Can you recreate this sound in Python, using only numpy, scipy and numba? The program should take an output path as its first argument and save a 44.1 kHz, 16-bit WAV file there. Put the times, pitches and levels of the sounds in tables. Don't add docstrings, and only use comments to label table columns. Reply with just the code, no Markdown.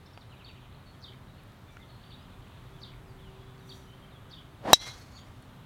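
import sys
import numpy as np
from scipy import signal
from scipy.fft import rfft, irfft
from scipy.io import wavfile
from scipy.ndimage import uniform_filter1d, minimum_filter1d
from numba import njit

SR = 44100
rng = np.random.default_rng(int(sys.argv[2]) if len(sys.argv) > 2 else 0)


def transcribe(u):
    v = np.clip(np.atleast_2d(u).T, -1, 1)
    q = np.round(v * 32767).astype(np.int16)
    wavfile.write(sys.argv[1], SR, q)


def volts_from_decibels(level):
    exponent = np.asarray(level, float) / 20
    return 10 ** exponent


N = 249253
T = np.arange(N) / SR

STRIKE_S, FULL_SPEED_S = 4.7314, 4.711
# (frequency [Hz], level [dB], t60 [s])
HEAD_MODES = [(3117, -22, .08), (3222, -22, .07), (3325, -26, .14), (3670, -11, .045), (3898, 0, .08),
              (4091, -11, .055), (4226, -24, .085), (4810, -22, .05), (5120, -24, .085), (5416, -13, .09),
              (5770, -17, .08), (5895, -14, .09), (6130, -19, .08), (6363, -28, .066), (6804, -24, .056),
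              (7526, -18, .04), (7660, -32, .084), (8899, -32, .06), (9975, -29, .055), (10980, -30, .05),
              (11500, -26, .03)]
# (frequency [Hz], level [dB], t60 [s])
BALL_MODES = [(720, 12, .0048), (340, -3, .007), (130, -15, .02), (1650, -3, .011), (2200, -8, .01),
              (2700, -6, .012)]
# (frequency [Hz], level [dB])
SLOWEST_MODES = [(3945, 0), (3330, -5), (5835, -7), (5420, -12), (4230, -11)]
SING_FROM_S, SING_DB, SING_SAG_DB_S, SING_AWAY_S, SING_AWAY_DB_S = 4.802, -46, 46.5, 4.92, 231.5

RUSH_FROM_S, RUSH_ONSET_DB_S = 4.65, 650
RUSH_DB, RUSH_DB_S, SHED_HZ, SHED_HZ_S = -30.5, 110, 711, 1750
MID_DB, MID_DB_S, TOP_DB, TOP_DB_S = -45.5, 260, -56.5, 250
# (peak time [s], gain [dB], rise [dB/s], fall [dB/s])
FOLLOW_SWELLS = [(4.815, -69, 300, 80), (4.876, -64.5, 120, 180), (4.96, -78, 60, 27)]

# (time [s], frequency [Hz])
WHISTLE_PITCH = [(4.75, 2021), (4.88, 2135), (5.1, 2190), (5.165, 2242), (5.27, 2250)]
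# (peak time [s], level of partial 1 [dB], of partial 2 [dB], of partial 3 [dB])
WHISTLE_FLARES = [(4.888, -50.5, -54, -56), (5.02, -75, -61.5, -72.5), (5.168, -80, -56.5, -61)]
# (rise [dB/s], fall [dB/s])
FLARE_SLOPES = [(55, 390), (300, 277), (380, 214)]

# (peak time [s], gain [dB], rise [dB/s], fall [dB/s])
BRUSH_SWELLS = [(1.72, -76, 400, 119.5), (3.68, -73, 450, 60), (3.765, -68, 110, 150)]
# (time [s], gain [dB], frequency [Hz], t60 of the noise part [s])
TICKS = [(.1755, -44, 2500, .012), (.1755, -46, 1300, .012), (.1755, -44, 650, .015),
         (1.769, -42, 1420, .016), (1.769, -49, 2800, .01), (5.234, -48, 800, .015),
         (1.435, -60, 11000, .008), (5.0, -58, 13000, .008), (5.425, -55, 9000, .008),
         (1.52, -54, 3500, .01), (3.58, -54, 4000, .008), (.11, -56, 3600, .008)]

# (time of the arch top [s], gain [dB], length after it [s])
CHIRPS = [(.451, -51, 0.0206), (1.037, -47, 0.086), (2.112, -52, 0.0208), (2.83, -48.5, 0.075),
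          (3.699, -49.5, 0.024), (4.323, -49, 0.108), (5.171, -56.5, 0.073)]
# (time from the arch top [s], length [s], start [Hz], end [Hz], relative gain [dB])
STROKES = [(-.031, 0.0096, 5580, 6520, -22.5), (-.021, .0055, 6510, 4416, -16),
           (-.014, .0068, 3553, 5510, -7), (.0, .0061, 4704, 5520, -14.5)]
# (length [s], start [Hz], end [Hz], relative gain [dB])
CLOSING_STROKE = (0.003, 2621.5, 1900.5, -11)
CLOSING_S, CLOSING_GAP_S = .088, 0.0094
ARCH_HZ, ARCH_S, ARCH_DB, SINK_HZ, SINK_S, REST_HZ = 879.8, .007, -5, 613, 0.037, 3132.5
WARBLE_HZ, WARBLE_S, WARBLE_TOP_S = 230, .0132, .028
FADE_DB_S, BREAK_S, BREAK_WIDE_S, BREAK_DB = 150.5, .037, 0.0052, -16
REPEAT_S, REPEAT_DB, REPEAT_ARCH_DB, REPEAT_LONG_S = .021, 2, -16, .014

# (time [s], gain [dB])
FALLS = [(.314, -60), (.392, -60.5), (.478, -59.5), (.552, -62), (.632, -63)]
# (length [s], start [Hz], end [Hz])
FALL_STROKE = (.036, 3380, 2270)
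FALL_ECHO_S, FALL_ECHO_DB = .012, -7
# (time [s], gain of the rising voice [dB], of the falling voice [dB])
FORKS = [(.058, -66, -63), (.13, -69, -76.5), (.206, -70.5, -60.5)]
# (length [s], start [Hz], end [Hz])
FORK_UP = (.016, 4830, 5800)
# (length [s], start [Hz], end [Hz])
FORK_DOWN = (0.03, 4800, 3120)
# (time [s], length [s], start [Hz], end [Hz], gain [dB])
NOTES = [(.139, .06, 4500, 4700, -70), (.362, .03, 4060, 3450, -66.5), (.724, .006, 4440, 2890, -59),
         (.745, .008, 3504, 4600, -62), (.857, 0.0616, 4450, 4350, -65), (1.674, 0.0925, 2450, 2260, -66.5),
         (1.683, 0.0225, 3686, 3400, -63), (1.79, 0.042, 2043, 2060, -63.5),
         (1.802, 0.0465, 4000, 3200, -62.5), (2.037, 0.0075, 4280, 2800, -55.5),
         (2.332, 0.0081, 2770, 2300, -64), (2.469, 0.0117, 2886, 2300, -64),
         (2.719, 0.0486, 3250, 3540, -67.5), (2.785, 0.0105, 3420, 2800, -60.5),
         (3.062, 0.068, 5396, 4300, -74.5), (3.2, 0.112, 3700, 2700, -66),
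         (3.343, 0.243, 3299, 3460, -69.5), (3.6, .076, 3934, 3500, -68), (3.862, 0.1035, 2940, 3165, -64),
         (4.02, 0.037, 3350, 3050, -61.5), (4.075, 0.0234, 3320, 2970, -65),
         (4.118, .03, 3910, 3400, -66.5), (4.148, .035, 3360, 3340, -61.5), (4.24, 0.0384, 3000, 3050, -66),
         (4.283, 0.06, 3250, 3470, -66)]
# (time [s], length [s], start [Hz], end [Hz], gain [dB])
TRILLS = [(1.874, 0.098, 4460, 4190, -62), (2.0, 0.112, 4445, 4605, -65.5),
          (2.18, 0.062, 4640, 5090, -68.5)]
TRILL_PER_S = 62.7

# (frequency [Hz], relative density [dB per Hz])
AIR_SPECTRUM = [(12, -39.5), (20, -13), (120, 2), (168, -4.5), (255, -11), (319, -12.5), (347, -16.5),
                (388, -14), (446, -17), (1190, -17), (1760, -22.5), (2500, -26.5), (3740, -26.5),
                (5230, -38), (14300, -41.5), (16000, -44.5)]
AIR_DB = -51
# (time [s], level of order 1 [dB], of order 2 [dB], of order 3 [dB])
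ENGINE_ORDERS = [(0, -75, -75, -74.5), (.66, -58.5, -70, -72.5), (1.3, -67, -71, -72),
                 (2.2, -62, -69.5, -74), (2.7, -57, -77, -68.5), (3.3, -59, -71.5, -61.5),
                 (3.9, -61, -60, -66), (4.3, -62, -70.5, -70.5), (5.1, -69.5, -68, -78),
                 (5.65, -68, -62, -71.5)]
ENGINE_HZ = 127.58
# (time [s], level [dB])
WIND_LEVEL = [(0, -74.5), (.9, -63.5), (2.3, -62.5), (2.55, -55.5), (2.8, -62), (3.1, -52), (3.4, -61.5),
              (4.5, -61), (5.2, -70.5), (5.65, -63)]


def curve(rows):
    s, *columns = np.transpose(rows)
    gate = np.clip(np.minimum(T - s[0], s[-1] - T) / .006, 0, 1)
    return [gate] + [np.interp(T, s, c) for c in columns]


def swell(peak_s, db, rise_db_s, fall_db_s):
    return volts_from_decibels(db - np.maximum(rise_db_s * (peak_s - T), fall_db_s * (T - peak_s)))


def unit(x):
    return x / np.sqrt(np.mean(x ** 2))


@njit
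def svf(x, hz, width):
    y, band, low = np.empty(len(x)), 0., 0.
    for i in range(len(x)):
        g, k = np.tan(np.pi * hz[i] / SR), width / hz[i]
        v = (band + g * (x[i] - low)) / (1 + g * (g + k))
        band, low, y[i] = 2 * v - band, low + 2 * g * v, k * v
    return y


def hiss(hz, width, count=N):
    hz = hz + np.zeros(count)
    once = svf(rng.standard_normal(count), hz, width)
    return unit(svf(once, hz, width))


def walk(rate):
    k = int(SR / rate)
    steps = np.repeat(rng.standard_normal(N // k + 1), k)
    return 1.3 * uniform_filter1d(uniform_filter1d(steps, k), k)[:N]


def tone(hz):
    return np.sqrt(2) * np.sin(2 * np.pi * np.cumsum(hz) / SR)


def ring(modes, rise_s, phase=0):
    t = T[:SR // 2]
    waves = sum(volts_from_decibels(db) * np.sin(2 * np.pi * hz * t + phase) * 1000 ** (-t / t60_s) for hz, db, t60_s in modes)
    return waves * (1 - np.exp(-(t / rise_s) ** 2))


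def add(out, s, x):
    i = int(s * SR)
    out[i:i + len(x)] += x[:N - i]


def strike():
    out, t = np.zeros(N), T[:SR // 2]
    crack = volts_from_decibels(-5.5) * hiss(6000., 8700., count=len(t)) * 1000 ** (-t / .0148)
    crack = crack + volts_from_decibels(-5) * hiss(13200., 6200., count=len(t)) * 1000 ** (-t / .008)
    rattle = volts_from_decibels(-22) * hiss(4400., 5000., count=len(t)) * 1000 ** (-t / .1)
    turn_db = -9 * (1 - np.exp(-(t / .02) ** 3))
    uneven_db = 2.5 * walk(200)[:len(t)] * np.clip(t / .02, 0, 1)
    shell = ring(HEAD_MODES, .0014) * volts_from_decibels(turn_db + uneven_db)
    thud = ring(BALL_MODES, .00005, phase=1.15)
    add(out, STRIKE_S, volts_from_decibels(1.4) * thud + volts_from_decibels(-.5) * shell + crack + rattle)
    return out


def singing_head():
    sing = swell(SING_FROM_S, SING_DB, 600, SING_SAG_DB_S) * swell(SING_AWAY_S, 0, 0, SING_AWAY_DB_S)
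    return sing * sum(volts_from_decibels(mode_db + 3 * walk(35)) * hiss(hz, 190.) for hz, mode_db in SLOWEST_MODES)


def swing():
    lead_s = np.clip(FULL_SPEED_S - T, 0, .2)
    gate = volts_from_decibels(-RUSH_ONSET_DB_S * np.maximum(RUSH_FROM_S - T, 0)) * (T < STRIKE_S)
    rush = volts_from_decibels(1.5) * hiss(SHED_HZ - SHED_HZ_S * lead_s, 400.)
    rush = rush + volts_from_decibels(-1.5) * hiss(300., 380.) + volts_from_decibels(-9) * hiss(1300., 1500.)
    grainy_db = 2.5 * walk(120)
    down = gate * volts_from_decibels(RUSH_DB - RUSH_DB_S * lead_s + grainy_db) * rush
    air = volts_from_decibels(MID_DB - MID_DB_S * lead_s) * hiss(3600., 3000.)
    air = air + volts_from_decibels(TOP_DB - TOP_DB_S * lead_s) * hiss(8000., 12000.)
    after = hiss(10000., 10000.) + volts_from_decibels(11) * hiss(5000., 4270.) + volts_from_decibels(13.5) * hiss(1010., 2300.)
    follow = sum(swell(*row) for row in FOLLOW_SWELLS) * (T > STRIKE_S)
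    return down + gate ** .3 * air + follow * volts_from_decibels(2 * walk(80)) * after


def whistle():
    gate, hz = curve(WHISTLE_PITCH)
    gains = [sum(swell(s, dbs[k], *FLARE_SLOPES[k]) for s, *dbs in WHISTLE_FLARES) for k in range(3)]
    breathy = sum(gains[k] * hiss(hz * (k + 1), 90. * (k + 1)) for k in range(1, 3))
    return gate * (gains[0] * volts_from_decibels(2.5 * walk(40)) * tone(hz) + breathy)


def grass():
    level = sum(swell(*row) for row in BRUSH_SWELLS)
    grain = rng.standard_normal(N) * volts_from_decibels(2.46 * rng.exponential(size=N))
    scratch = unit(svf(grain, np.full(N, 8500.), 11000.))
    bands = volts_from_decibels(-1.5) * hiss(5840., 120.) + volts_from_decibels(-3) * hiss(6240., 3000.)
    excited = unit(signal.oaconvolve(grain, ring(HEAD_MODES, .001))[:N])
    return level * (scratch + bands + volts_from_decibels(-12.5) * excited)


def ticks():
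    out = np.zeros(N)
    for s, db, hz, t60_s in TICKS:
        rattle = hiss(hz, .73 * hz, count=SR // 2) * 1000 ** (-T[:SR // 2] / t60_s)
        add(out, s, volts_from_decibels(db) * (ring([(hz, 3, t60_s / 2)], .0001) + rattle))
    return out


def chirp(length_s, arch_db):
    t = T[:int((length_s + .03) * SR)] - .01
    after_s = np.maximum(t, 0)
    warble_hz = WARBLE_HZ * np.cos(2 * np.pi * (t - WARBLE_TOP_S) / WARBLE_S) * np.clip(t / .014, 0, 1)
    arch = np.exp(-np.abs(t / ARCH_S) ** 2.8)
    hz = REST_HZ + SINK_HZ * np.exp(-after_s / SINK_S) + ARCH_HZ * arch + warble_hz
    break_db = BREAK_DB * np.exp(-((t - BREAK_S) / BREAK_WIDE_S) ** 2)
    db = arch_db * arch - FADE_DB_S * after_s + break_db
    edges = np.clip((t + .008) / .003, 0, 1) ** 2 * volts_from_decibels(-3000 * np.maximum(t - length_s, 0))
    flutter_db = 3.5 * walk(200)[:len(t)]
    return edges * volts_from_decibels(db + flutter_db) * tone(hz * (1 + .02 * walk(300)[:len(t)]))


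def sparrow(out):
    closing = [(CLOSING_S + k * CLOSING_GAP_S, *CLOSING_STROKE) for k in range(3)]
    for top_s, near_db, length_s in CHIRPS:
        add(out, top_s - .01, volts_from_decibels(near_db) * chirp(length_s, ARCH_DB))
        if length_s < .05:
            again = chirp(REPEAT_LONG_S, REPEAT_ARCH_DB)
            add(out, top_s - .01 + REPEAT_S, volts_from_decibels(near_db + REPEAT_DB) * again)
        if length_s > .05:
            for lag_s, span_s, from_hz, to_hz, side_db in list(STROKES) + closing:
                add(out, top_s + lag_s, volts_from_decibels(near_db + side_db) * sweep(span_s, from_hz, to_hz))


def sweep(length_s, from_hz, to_hz, trill_per_s=0):
    t = T[:int(length_s * SR)]
    beat = .5 + .5 * np.cos(2 * np.pi * trill_per_s * t)
    wobble, flutter = uniform_filter1d(rng.standard_normal((2, len(t))), size=150, axis=1) * np.sqrt(150)
    hz = (from_hz + (to_hz - from_hz) * (t / length_s) ** .8) * (1 + .01 * wobble)
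    return np.sqrt(np.sin(np.pi * t / length_s)) * beat * volts_from_decibels(2.3 * flutter) * tone(hz)


def further_birds(out):
    for s, db in FALLS:
        add(out, s, volts_from_decibels(db) * sweep(*FALL_STROKE))
        add(out, s + FALL_ECHO_S, volts_from_decibels(db + FALL_ECHO_DB) * sweep(*FALL_STROKE))
    for s, up_db, down_db in FORKS:
        add(out, s, volts_from_decibels(up_db) * sweep(*FORK_UP))
        add(out, s, volts_from_decibels(down_db) * sweep(*FORK_DOWN))
    for rows, trill_per_s in (NOTES, 0), (TRILLS, TRILL_PER_S):
        for s, length_s, from_hz, to_hz, db in rows:
            add(out, s, volts_from_decibels(db) * sweep(length_s, from_hz, to_hz, trill_per_s))
    for when, span, high, fall, size in rng.random((int(14 * N / SR), 5)):
        from_hz = 3000 + 1500 * high
        note = sweep(.0088 + .03 * span ** 2, from_hz, from_hz * (1.03 - .41 * fall))
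        add(out, when * N / SR, volts_from_decibels(-72 + 5.5 * size) * note)


def birds():
    out, t = np.zeros(N), T[:SR // 2]
    sparrow(out)
    further_birds(out)
    tail = rng.standard_normal(len(t)) * 1000 ** (-t / .35) * (t > .012)
    return out + volts_from_decibels(-5.5) * signal.oaconvolve(out, tail / np.sqrt(np.sum(tail ** 2)))[:N]


def engine():
    _, *dbs = curve(ENGINE_ORDERS)
    hz = ENGINE_HZ * (1 + .004 * walk(1.2))
    return sum(volts_from_decibels(db + 2.3 * walk(6)) * tone(hz * (k + 1)) for k, db in enumerate(dbs))


def murmur():
    out, common, (hz, db) = 0, walk(.955), np.transpose(AIR_SPECTRUM)
    f = np.fft.rfftfreq(N, 1 / SR) + 1
    colour = volts_from_decibels(np.interp(np.log(f), np.log(hz), db))
    for centre_hz in 25 * 2 ** np.arange(0, 9.6, .5):
        band = np.clip(1 - np.abs(np.log2(f / centre_hz)) / .5, 0, 1) ** .5
        lively_db = .5 + 1.3 * np.exp(-np.log2(centre_hz / 3300) ** 2 / .2)
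        noise = irfft(rfft(rng.standard_normal(N)) * colour * band, N)
        out = out + volts_from_decibels(.5 * common + lively_db * walk(6.1)) * noise
    return volts_from_decibels(AIR_DB) * unit(out)


def wind():
    rumble = unit(svf(hiss(38., 36.), np.full(N, 38.), 40.))
    return volts_from_decibels(curve(WIND_LEVEL)[1] + 2.3 * walk(12)) * rumble


def scene():
    club = strike() + singing_head() + swing() + whistle() + grass() + ticks()
    return (club + birds() + engine() + murmur() + wind())[None]


def top_cut(x):
    return signal.sosfilt(signal.butter(12, 16510, fs=SR, output="sos"), x)


def record(dry):
    over = np.abs(dry) > .5
    hold = int(.055 * SR)
    held = -minimum_filter1d(-1. * over, hold, origin=hold // 2 - 1)
    smooth = signal.lfilter([.006], [1, -.994], held)
    duck_db = -5 * smooth
    mix = np.clip(dry * volts_from_decibels(duck_db), -.96, .96)
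    return top_cut(mix)


dry = scene()
out = record(dry)
transcribe(out)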